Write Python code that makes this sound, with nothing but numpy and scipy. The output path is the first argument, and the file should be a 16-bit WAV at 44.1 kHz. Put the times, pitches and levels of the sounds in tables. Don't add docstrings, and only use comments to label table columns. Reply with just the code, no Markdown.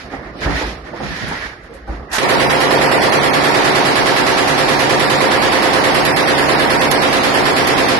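import sys
import numpy as np
from scipy import signal
from scipy.fft import rfft, irfft
from scipy.io import wavfile
from scipy.ndimage import uniform_filter1d

SR = 44100
rng = np.random.default_rng(int(sys.argv[2]) if len(sys.argv) > 2 else 0)


def inscribe(sig):
    pcm = np.round(np.clip(np.atleast_2d(sig).T, -1, 1) * 32767)
    wavfile.write(sys.argv[1], SR, pcm.astype(np.int16))


def voltage_ratio(decibels):
    exponent = np.asarray(decibels, float) / 20
    return 10 ** exponent


N = 352359


def unit(x):
    return x / np.sqrt(np.mean(x ** 2) + 1e-20)


def along(points, hz, order=1):
    rows = np.transpose(points)
    return np.interp(np.log(hz + 1), np.log(rows[0] + 1), rows[order])


def curve(points):
    return np.interp(np.arange(N) / SR, *np.transpose(points))


def sides(db):
    half_db = np.atleast_1d(db) / 2
    return voltage_ratio([half_db, -half_db])


def stereo(z, alike):
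    turn = np.arccos(np.clip(alike, -1, 1)) / 2
    mid = z[..., 0, :] * np.cos(turn)
    side = z[..., 1, :] * np.sin(turn)
    return np.stack([mid + side, mid - side], axis=-2)


def rub(spectrum, alike, grain_db, grain_s):
    lumps = unit(uniform_filter1d(rng.standard_normal(N), int(grain_s * SR) + 1))
    z = rfft(rng.standard_normal((2, N)) * voltage_ratio(grain_db * lumps))
    hz = np.fft.rfftfreq(N, 1 / SR)
    return unit(irfft(stereo(z, along(alike, hz)) * voltage_ratio(along(spectrum, hz)), N))


def add(track, s, sound):
    part = track[:, round(s * SR):][:, :sound.shape[1]]
    part += sound[:, :part.shape[1]]


def gestures(s, length_s, db, rise_db_per_s, fall_db_per_s, rest_db):
    t = np.arange(3 * SR)[:, None] / SR
    early_s = np.maximum(s - t, 0)
    late_s = np.maximum(t - s - length_s, 0)
    level_db = db - rise_db_per_s * early_s - fall_db_per_s * late_s
    gain = np.sqrt(voltage_ratio(2 * level_db.max(axis=1)) + voltage_ratio(2 * rest_db))
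    return np.pad(gain, (0, N - len(gain)))


# (time [s], boots level [dB], floor boards level [dB])
WEIGHT = [(.05, -37.5, -34), (.125, -32, -46.5), (.19, -33.5, -34), (.26, -35.5, -41), (.35, -34, -50),
          (.42, -28.5, -44), (.465, -23, -10), (.55, -26.5, -22), (.61, -29, -36), (.67, -30, -30),
          (.76, -36.5, -34), (.86, -36.5, -42), (.93, -33.5, -39), (1.01, -31, -27), (1.1, -36, -30),
          (1.16, -41, -32), (1.235, -34, -30), (1.3, -33.5, -36), (1.43, -41, -42), (1.53, -48, -38),
          (1.7, -45, -50), (1.895, -33, -33), (2.0, -35.5, -28), (2.12, -45, -37)]
# (time [s], length [s], drag level [dB], cloth level [dB])
SLIDES = [(0, .01, -40, -42.5), (0.125, 0.022, -35.5, -47.5), (0.235, .04, -40.5, -54.5),
          (0.436, .02, -30, -33), (0.48, 0.055, -30.5, -36), (0.562, 0.056, -29.5, -32),
          (0.66, 0.035, -36, -36.5), (0.865, .01, -40.5, -49), (0.97, 0.048, -39, -46),
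          (1.042, 0.13, -34, -38.5), (1.16, 0.12, -33.5, -37), (1.27, .09, -31, -38),
          (1.377, 0.087, -32, -39.5), (1.496, 0.026, -38.5, -50), (1.637, 0.023, -48, -57.5),
          (1.743, .025, -50, -56), (1.885, 0.0091, -53, -61), (1.908, 0.047, -42.5, -52),
          (2.116, 0.05, -35, -69)]
# (frequency [Hz], density [dB per Hz])
BOARDS = [(12, -40), (20, -29), (37, -9.5), (54, 0), (113, -20.5), (125, -13.5), (180, -28), (310, -120)]
BOOTS = [(70, -34), (110, -12), (190, -6.5), (290, -5), (500, -9), (700, -9.5), (900, -15), (1300, -12),
         (1700, -31), (3500, -120)]
DRAG = [(530, -12.5), (900, -9), (1270, -10.5), (1360, -6.5), (1650, -4), (1870, -2.5), (2100, -6.5),
        (3000, -25.5), (3900, -51), (6600, -120)]
CLOTH = [(1350, -37), (2300, 1.5), (2580, -1.5), (3300, -2.5), (4940, -4.5), (5500, -7), (6200, -12.5),
         (6800, -10.5), (7400, -19), (8830, -24), (11100, -19.5), (12000, -25), (12500, -47), (16200, -77),
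         (22000, -120)]
# (frequency [Hz], left-right likeness [-1 to 1])
NEAR_ALIKE = [(60, 0.98), (170, 1), (500, 0.89), (1460, 0), (4240, 0), (12300, 0.092)]
BURST_COVERS_S = 2.2


def gunner():
    hold_s, pan_db = 0.0077, -5
    s, boots_db, boards_db = np.transpose(WEIGHT)
    boards = voltage_ratio(1.0) * gestures(s, hold_s, boards_db, 780, 270, -42)
    boards = boards * rub(BOARDS, NEAR_ALIKE, grain_db=3.0, grain_s=0.011)
    boots = voltage_ratio(0.4) * gestures(s, hold_s, boots_db, 430, 71, -44.5)
    boots = boots * rub(BOOTS, NEAR_ALIKE, grain_db=-0.5, grain_s=0.0072)
    s, length_s, drag_db, cloth_db = np.transpose(SLIDES)
    drag = voltage_ratio(2.5) * gestures(s, length_s, drag_db, 340, 130, -50)
    drag = drag * rub(DRAG, NEAR_ALIKE, grain_db=1.0, grain_s=0.004)
    cloth = voltage_ratio(3.0) * gestures(s, length_s, cloth_db, 250, 150, -61.5)
    cloth = cloth * rub(CLOTH, NEAR_ALIKE, grain_db=0.5, grain_s=0.0038)
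    audible = np.arange(N) / SR < BURST_COVERS_S
    return (boards + (boots + drag + cloth) * sides(pan_db)) * audible


# (frequency [Hz], width [Hz], level [dB])
SILL = [(258, 76, 0), (496, 140, -1), (880, 170, -0.5), (1700, 420, -12.5)]
# (time [s], knock peak [dB], floor thud [dB], left minus right [dB])
STEPS = [(0.129, -12, -12, -4), (0.445, -13, -12, -5), (0.463, 0, -19, -11), (0.549, -21, -6, -6),
         (0.619, -6, -8, -3), (0.931, -9, -20, -5), (0.998, -15, -7, -7), (1.029, -17, -16, -4),
         (1.309, -10, -19, 2), (1.688, -29.5, -20, 5), (1.873, -18, 9.5, -4), (1.929, -15, -7, -5)]


def knocks():
    out, t = np.zeros((2, N)), np.arange(SR // 5) / SR
    hz = np.fft.rfftfreq(len(t), 1 / SR)
    wood = 0
    for k, (centre_hz, width_hz, db) in enumerate(SILL):
        damping = 1j * hz * width_hz
        wood = wood + (-1) ** k * voltage_ratio(db) * damping / (centre_hz ** 2 - hz ** 2 + damping)
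    blow_shape = voltage_ratio(-60 * t / 0.17) * (1 - np.exp(-t / 0.0013))
    for s, db, thud_db, pan_db in STEPS:
        thud = np.sin(2 * np.pi * 53 * t) * voltage_ratio(thud_db - 60 * t / 0.27) * (1 - np.exp(-t / 0.004))
        shared, extra = rng.standard_normal((2, len(t)))
        blow = np.array([shared, 0.7 * shared + 0.7 * extra])
        knock = irfft(rfft(blow * blow_shape) * wood, len(t))
        add(out, s, voltage_ratio(db - 1.0) * knock * sides(pan_db))
        add(out, s + 0.017, voltage_ratio(db - 5.5) * np.array([thud, thud]))
    return out


# (time [s], peak [dB], left minus right [dB])
TICKS = [
    (1.282, -25, 10),
    (1.6357, -46, 12),
    (1.7389, -35, 10),
    (1.875, -47, 0),
    (2.13, -14, 3),
]


def ticks():
    out, t = np.zeros((2, N)), np.arange(SR // 5) / SR
    for s, db, pan_db in TICKS:
        noise = np.diff(rng.standard_normal((2, len(t) + 1)))
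        add(out, s, voltage_ratio(db - 14 - 60 * t / 0.18) * noise * sides(pan_db))
    return out


# (time [s], length [s], pitch [Hz], level [dB])
JUDDERS = [(.136, .012, 785, -28), (.14, 0.018, 283, -30), (.35, 0.014, 400, -40), (.417, .03, 1642, -26),
           (.427, .012, 2010, -25), (.463, 0.017, 1790, -23), (.467, .025, 813, -23),
           (.475, 0.034, 280, -23), (.49, .05, 180, -24.5), (.513, 0.025, 2050, -27),
           (.54, .04, 276, -25.5), (.56, .022, 1870, -21.5), (.61, 0.029, 862, -25), (.61, 0.014, 514, -24),
           (.876, .015, 487, -33), (.933, 0.013, 517, -29), (1.0, 0.022, 518, -27.5), (1.0, .015, 756, -26),
           (1.02, 0.03, 205, -27.5), (1.02, 0.056, 145, -30), (1.105, 0.022, 1750, -28),
           (1.145, 0.015, 1780, -31), (1.21, 0.036, 189, -29.5), (1.225, 0.022, 121, -29),
           (1.27, 0.018, 230, -30), (1.27, 0.027, 150, -29), (1.1, 0.045, 170, -29), (1.311, .03, 880, -26),
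           (1.311, 0.021, 1350, -31), (1.35, 0.024, 1900, -32), (1.42, .02, 1840, -26.5),
           (1.695, 0.026, 470, -35), (1.745, .015, 538, -35), (1.874, .015, 791, -30),
           (1.874, .01, 1500, -38), (1.9, .03, 300, -31)]


def judders():
    t60_s, wander_cycles, pan_db = 0.11, 0.082, -2
    out, t = np.zeros((2, N)), np.arange(SR // 5) / SR
    for s, length_s, hz, db in JUDDERS:
        steps = rng.standard_normal((2, len(t)))
        wander = wander_cycles * np.cumsum(steps, axis=1) * np.sqrt(hz / SR)
        shape = voltage_ratio(db - 60 * np.maximum(t - length_s, 0) / t60_s) * (1 - np.exp(-t / 0.002))
        add(out, s, np.sin(2 * np.pi * (hz * t + wander)) * shape * sides(pan_db))
    return out


# (time [s], rasp level [dB])
BOLT = [
    (2.105, -50),
    (2.1145, -42),
    (2.116, -24),
    (2.127, -25),
    (2.132, -17),
    (2.15, -16),
    (2.17, -15),
    (2.178, -22),
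    (2.2, -30),
]
# (frequency [Hz], density [dB per Hz])
STEEL = [(180, -52), (300, -22), (854, 1), (1280, -3), (1780, 2), (2180, -8), (2390, -7), (6590, -9.5),
         (9010, -18), (10700, -20), (12500, -8), (16200, -60), (22000, -120)]


def bolt():
    t = np.arange(N) / SR
    running = (t > BOLT[0][0]) & (t < BOLT[-1][0])
    rasp = rub(STEEL, [(1000, 0.17)], grain_db=-0.5, grain_s=0.0013)
    return running * voltage_ratio(curve(BOLT) - 3.0) * sides(-5) * rasp


# (first round time [s], cycle [s])
CADENCE = [(2.2895, .1064), (2.5, .1035), (3.23, .1035), (4.3685, .1047), (4.7907, .1025), (5.2046, .1061),
           (5.5192, .103), (5.7311, .1067), (6.0511, .1106), (6.3796, .1064), (6.9125, .107),
           (7.4536, .1097), (7.671, .1062)]


def firing_times():
    ends = [s for s, _ in CADENCE[1:]] + [N / SR]
    stretches = [np.arange(s, end - cycle_s / 2, cycle_s) for (s, cycle_s), end in zip(CADENCE, ends)]
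    return np.concatenate(stretches)


# (frequency [Hz], density [dB per Hz])
CRACK = [(1200, -66), (2500, -23), (4500, -24), (6500, -23), (9000, -37), (11500, -15), (13000, -55)]


def cracks():
    level_db, scatter_db, t60_s, pan_db = -30, 7, 0.07, 2
    gate, t = np.zeros((2, N)), np.arange(SR // 10) / SR
    for s in firing_times():
        peak_db = level_db + scatter_db * rng.standard_normal((2, 1))
        add(gate, s, voltage_ratio(peak_db - 60 * t / t60_s))
    return gate * sides(pan_db) * rub(CRACK, [(1000, 0.058)], grain_db=2.5, grain_s=0.00056)


# (frequency [Hz], density [dB per Hz])
REPORT = [(15, -55), (25, -12.5), (97, -11.5), (136, -10.5), (216, -7.5), (260, -6.5), (472, -6), (928, -5),
          (1480, -7.5), (1920, -6.5), (2770, -12), (4530, -14.5), (8460, -28), (11300, -22), (12500, -29),
          (16200, -79), (22000, -120)]
# (frequency [Hz], half width [Hz], left level [dB], right level [dB])
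ROOM_MODES = [(142.6, 6.4, -30, -33.5), (258, 8.3, -34.5, -34.5), (274, 10.4, -33, -33),
              (368.6, 8.4, -36.5, -34.5), (431, 4.6, -30, -35), (522, 14, -41.5, -34.5),
              (668, 14, -36.5, -44), (729, 18, -43, -41), (798, 16, -52, -43), (876, 6.6, -46, -54),
              (939, 6.9, -46.5, -32.5), (1030, 9.3, -32, -43), (1100, 14, -36, -52), (1325, 12, -47, -45.5),
              (1584, 8.5, -55, -51), (1690, 20, -56, -40), (1825, 15, -59, -40), (1994, 23, -54, -45)]
# (frequency [Hz], left build-up [s], right build-up [s], hold [s], t60 [s])
ROOM = [(60, 0.038, 0.02, 0.074, 0.95), (300, 0.04, 0.008, 0.044, 0.51), (790, 0.024, 0.023, 0.05, 0.83),
        (1640, 0.012, 0.002, 0.036, 0.51), (4000, 0.0044, 0.0017, 0.038, 0.66),
        (6430, 0.0015, 0.0019, 0.061, 0.5), (9100, 0.0067, 0.0064, 0.012, 0.39)]
# (frequency [Hz], constant share [0-1], share drifting with the phone [0-1])
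REPEAT = [(40, .3, .2), (150, .55, .25), (350, .6, .27), (800, .5, .33), (1800, .27, .45), (3200, .06, .4),
          (6500, 0, .2), (10000, 0, .05)]
# (frequency [Hz], left-right likeness [-1 to 1])
ALIKE = [(60, 0.099), (150, 0.39), (350, 0.76), (860, 0.036), (2090, -0.053), (5070, 0.1), (11300, -0.12),
         (12300, 0.6)]
# (frequency [Hz], left minus right [dB])
LEAN = [(40, 5), (80, 1), (140, -1), (270, -3), (590, -1), (1260, -5), (2690, -4), (5750, -1), (9500, 8),
        (12300, 1.5)]


def room_answers(hiss_db, size=16384):
    hz = np.fft.rfftfreq(size, 1 / SR)
    fixed = rfft(rng.standard_normal((2, size)))
    drift, fresh = rfft(rng.standard_normal((2, len(hiss_db), 2, size)))
    memory = 0.8
    drift[1:] *= np.sqrt(1 - memory ** 2)
    drift = signal.lfilter([1], [1, -memory], drift, axis=0)
    same, slow = along(REPEAT, hz), along(REPEAT, hz, order=2)
    z = np.sqrt(same) * fixed + np.sqrt(slow) * drift + np.sqrt(1 - same - slow) * fresh

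    modes = 0
    for mode_hz, width_hz, left_db, right_db in ROOM_MODES:
        modes = modes + voltage_ratio([[left_db + 29.5], [right_db + 29.5]]) / (1 + ((hz - mode_hz) / width_hz) ** 2)
    colour = (voltage_ratio(along(REPORT, hz)) + modes) * sides(along(LEAN, hz))
    late_right = np.exp(-2j * np.pi * hz * np.array([[0], [0.0002]]))
    noise = irfft(stereo(z, along(ALIKE, hz)) * colour * late_right, size)

    f, t, spec = signal.stft(noise, SR, nperseg=128)
    build_s = np.array([along(ROOM, f), along(ROOM, f, order=2)])[..., None] + 1e-4
    hold_s, t60_s = along(ROOM, f, order=3)[:, None], along(ROOM, f, order=4)[:, None]
    onset_s = 0.002
    shape = (1 - np.exp(-(t + onset_s) / build_s)) * voltage_ratio(-60 * np.maximum(t - hold_s, 0) / t60_s)
    treble = along([(1500, 0.5), (3500, 1.0)], f)[:, None]
    bright = voltage_ratio(hiss_db[:, None, None, None] * treble)
    return unit(signal.istft(spec * shape * bright, SR, nperseg=128)[1][..., :size])


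# (delay [s], pitch [Hz], t60 [s], left level [dB], right level [dB])
ECHOES = [(.0005, 570, 0.014, -4, 1), (.005, 1050, 0.033, -22, -0.5), (0.0173, 350, 0.02, 0.5, -1),
          (.0185, 590, 0.0095, -9.5, -9), (.023, 452, 0.015, -14, 7), (.035, 669, 0.056, -7, -3.5),
          (0.04, 1330, 0.0098, -30, 0), (.044, 400, 0.01, 6.5, -5), (.047, 880, 0.013, -4.5, -34),
          (0.0535, 437, 0.019, 1.5, -4), (.058, 787, .018, -2.5, -24), (.064, 382, 0.019, -0.5, -9.5),
          (.067, 946, 0.032, -8, -0.5), (.083, 318, 0.011, 0, -6), (.085, 654, 0.015, 0, 2),
          (.098, 300, 0.026, -5.5, -8)]


def reflections(detune):
    t = np.arange(SR // 16) / SR
    out = np.zeros((2, SR // 5))
    for delay_s, hz, t60_s, left_db, right_db in ECHOES:
        ring = np.sin(2 * np.pi * hz * detune * t) * voltage_ratio(-60 * t / t60_s) * (1 - np.exp(-t / 0.00095))
        add(out, delay_s, ring * voltage_ratio([[left_db], [right_db]]))
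    return out


# (time [s], charge [dB], hiss [dB])
FIRST_SHOT = (2.182, -0.38, -0.25)
# (time [s], report level [dB])
CHARGE_DRIFT = [
    (2.3, 0.5),
    (3.2, 1),
    (4.5, -1),
    (5.8, 0),
    (6.2, 0.6),
    (6.8, .6),
    (7.6, -0.9),
]


def gun():
    charge_scatter_db, hiss_db, hiss_per_charge = 0.67, -0.2, -0.36
    out = np.zeros((2, N))
    times = firing_times()
    scatter = rng.standard_normal((len(times) + 1, 2))
    charge_db = np.interp(times, *np.transpose(CHARGE_DRIFT)) + charge_scatter_db * scatter[1:, 1]
    later = np.transpose([times, charge_db, hiss_db + hiss_per_charge * charge_db])
    rounds = np.vstack([FIRST_SHOT, later])
    tails = room_answers(rounds[:, 2])
    for (s, db, _), tail, (tune, size) in zip(rounds, tails, scatter):
        add(out, s, voltage_ratio(db - 14.0) * tail)
        add(out, s, voltage_ratio(db - 2.5 + 2.34 * size) * reflections(detune=1 + 0.0037 * tune))
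    u = np.arange(300) / SR / 0.00036
    blast = (1 - u) * np.exp(-u) * (1 - np.exp(-u / 0.25))
    add(out, FIRST_SHOT[0] + 0.00152, blast * voltage_ratio([[3.5], [8]]))
    return out


def scene():
    return gunner() + knocks() + ticks() + judders() + bolt() + cracks() + gun()


def levelled(x, ceiling_db, window_s, ratio):
    width = int(window_s * SR)
    power = uniform_filter1d(np.mean(x ** 2, axis=0), width, origin=width // 3)
    over = np.maximum(np.sqrt(np.abs(power)) / voltage_ratio(ceiling_db), 1)
    return x * uniform_filter1d(over ** (1 / ratio - 1), width // 2)


# (time [s], extra threshold [dB])
STARVED = [
    (2.2, -6),
    (2.215, 1),
    (2.24, 2.5),
    (3.3, 3),
    (3.7, -0.5),
    (5.8, 0.5),
    (6.1, 3),
    (6.9, 4),
    (7.2, 0),
    (8, 0.5),
]
# (frequency [Hz], during burst [dB], before burst [dB])
THRESHOLD = [(300, -35, -33), (740, -17, -15), (1320, -9.5, -9), (2180, -14, -11.5), (2900, -4.5, -10),
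             (3830, -3, -13), (4880, -6, -19), (5510, -4, -19), (6030, 2, -4), (6550, 2.5, -3),
             (6950, -2, -1), (7330, -1, 4.5), (8130, -9, -7), (9050, -12, -7), (12000, -16, -9)]


def starved(x, patchy_db):
    top_hz = 11740
    pair = np.array([x[0] + x[1], x[0] - x[1]]) / 2
    hz, t, z = signal.stft(pair, SR, nperseg=2048)
    now = uniform_filter1d(np.abs(z) ** 2, size=31, axis=1)
    around = uniform_filter1d(now, size=5, axis=2) / (now + 1e-20)
    band = now * np.clip(around, 0.4, 2.5) ** 1.8

    field = rng.standard_normal(z.shape[1:])
    bands = np.repeat(field, repeats=16, axis=0)[:len(hz)]
    fine = unit(uniform_filter1d(field, size=18, axis=0))
    field = unit(uniform_filter1d(fine + 1.8 * bands, size=2, axis=1))
    burst_db = along(THRESHOLD, hz)[:, None] + np.interp(t, *np.transpose(STARVED))
    calm_db = along(THRESHOLD, hz, order=2)[:, None]
    limit_db = np.where(t > FIRST_SHOT[0], burst_db, calm_db) + patchy_db * field

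    jitter = np.repeat(rng.standard_normal(len(t)), 2)[:len(t)]
    edge_hz = top_hz + 35 * np.clip(jitter, -2, 2) ** 3
    kept = (np.abs(z) > np.sqrt(np.abs(band)) * voltage_ratio(limit_db)) & (hz[:, None] < edge_hz)
    mid, side = signal.istft(z * kept, SR, nperseg=2048)[1][:, :N]
    return np.array([mid + side, mid - side])


def low_pass(x):
    return signal.sosfilt(signal.butter(12, 12900, fs=SR, output="sos"), x)


# (time [s], gain [dB])
GRIP = [
    (2.187, 2),
    (2.192, -2),
    (2.215, -4),
    (2.235, 1.5),
]


def record(dry):
    level = levelled(dry, ceiling_db=-17.5, window_s=0.008, ratio=2.33) * voltage_ratio(curve(GRIP))
    squeezed = level / (1 + np.abs(level) ** 3) ** (1 / 3)
    hz = np.fft.rfftfreq(N, 1 / SR)
    limited = irfft(rfft(squeezed) * hz ** 2 / (hz ** 2 + 30 ** 2), N)
    mix = starved(limited, patchy_db=4.5)
    return low_pass(mix)


dry = scene()
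out = record(dry)
inscribe(out)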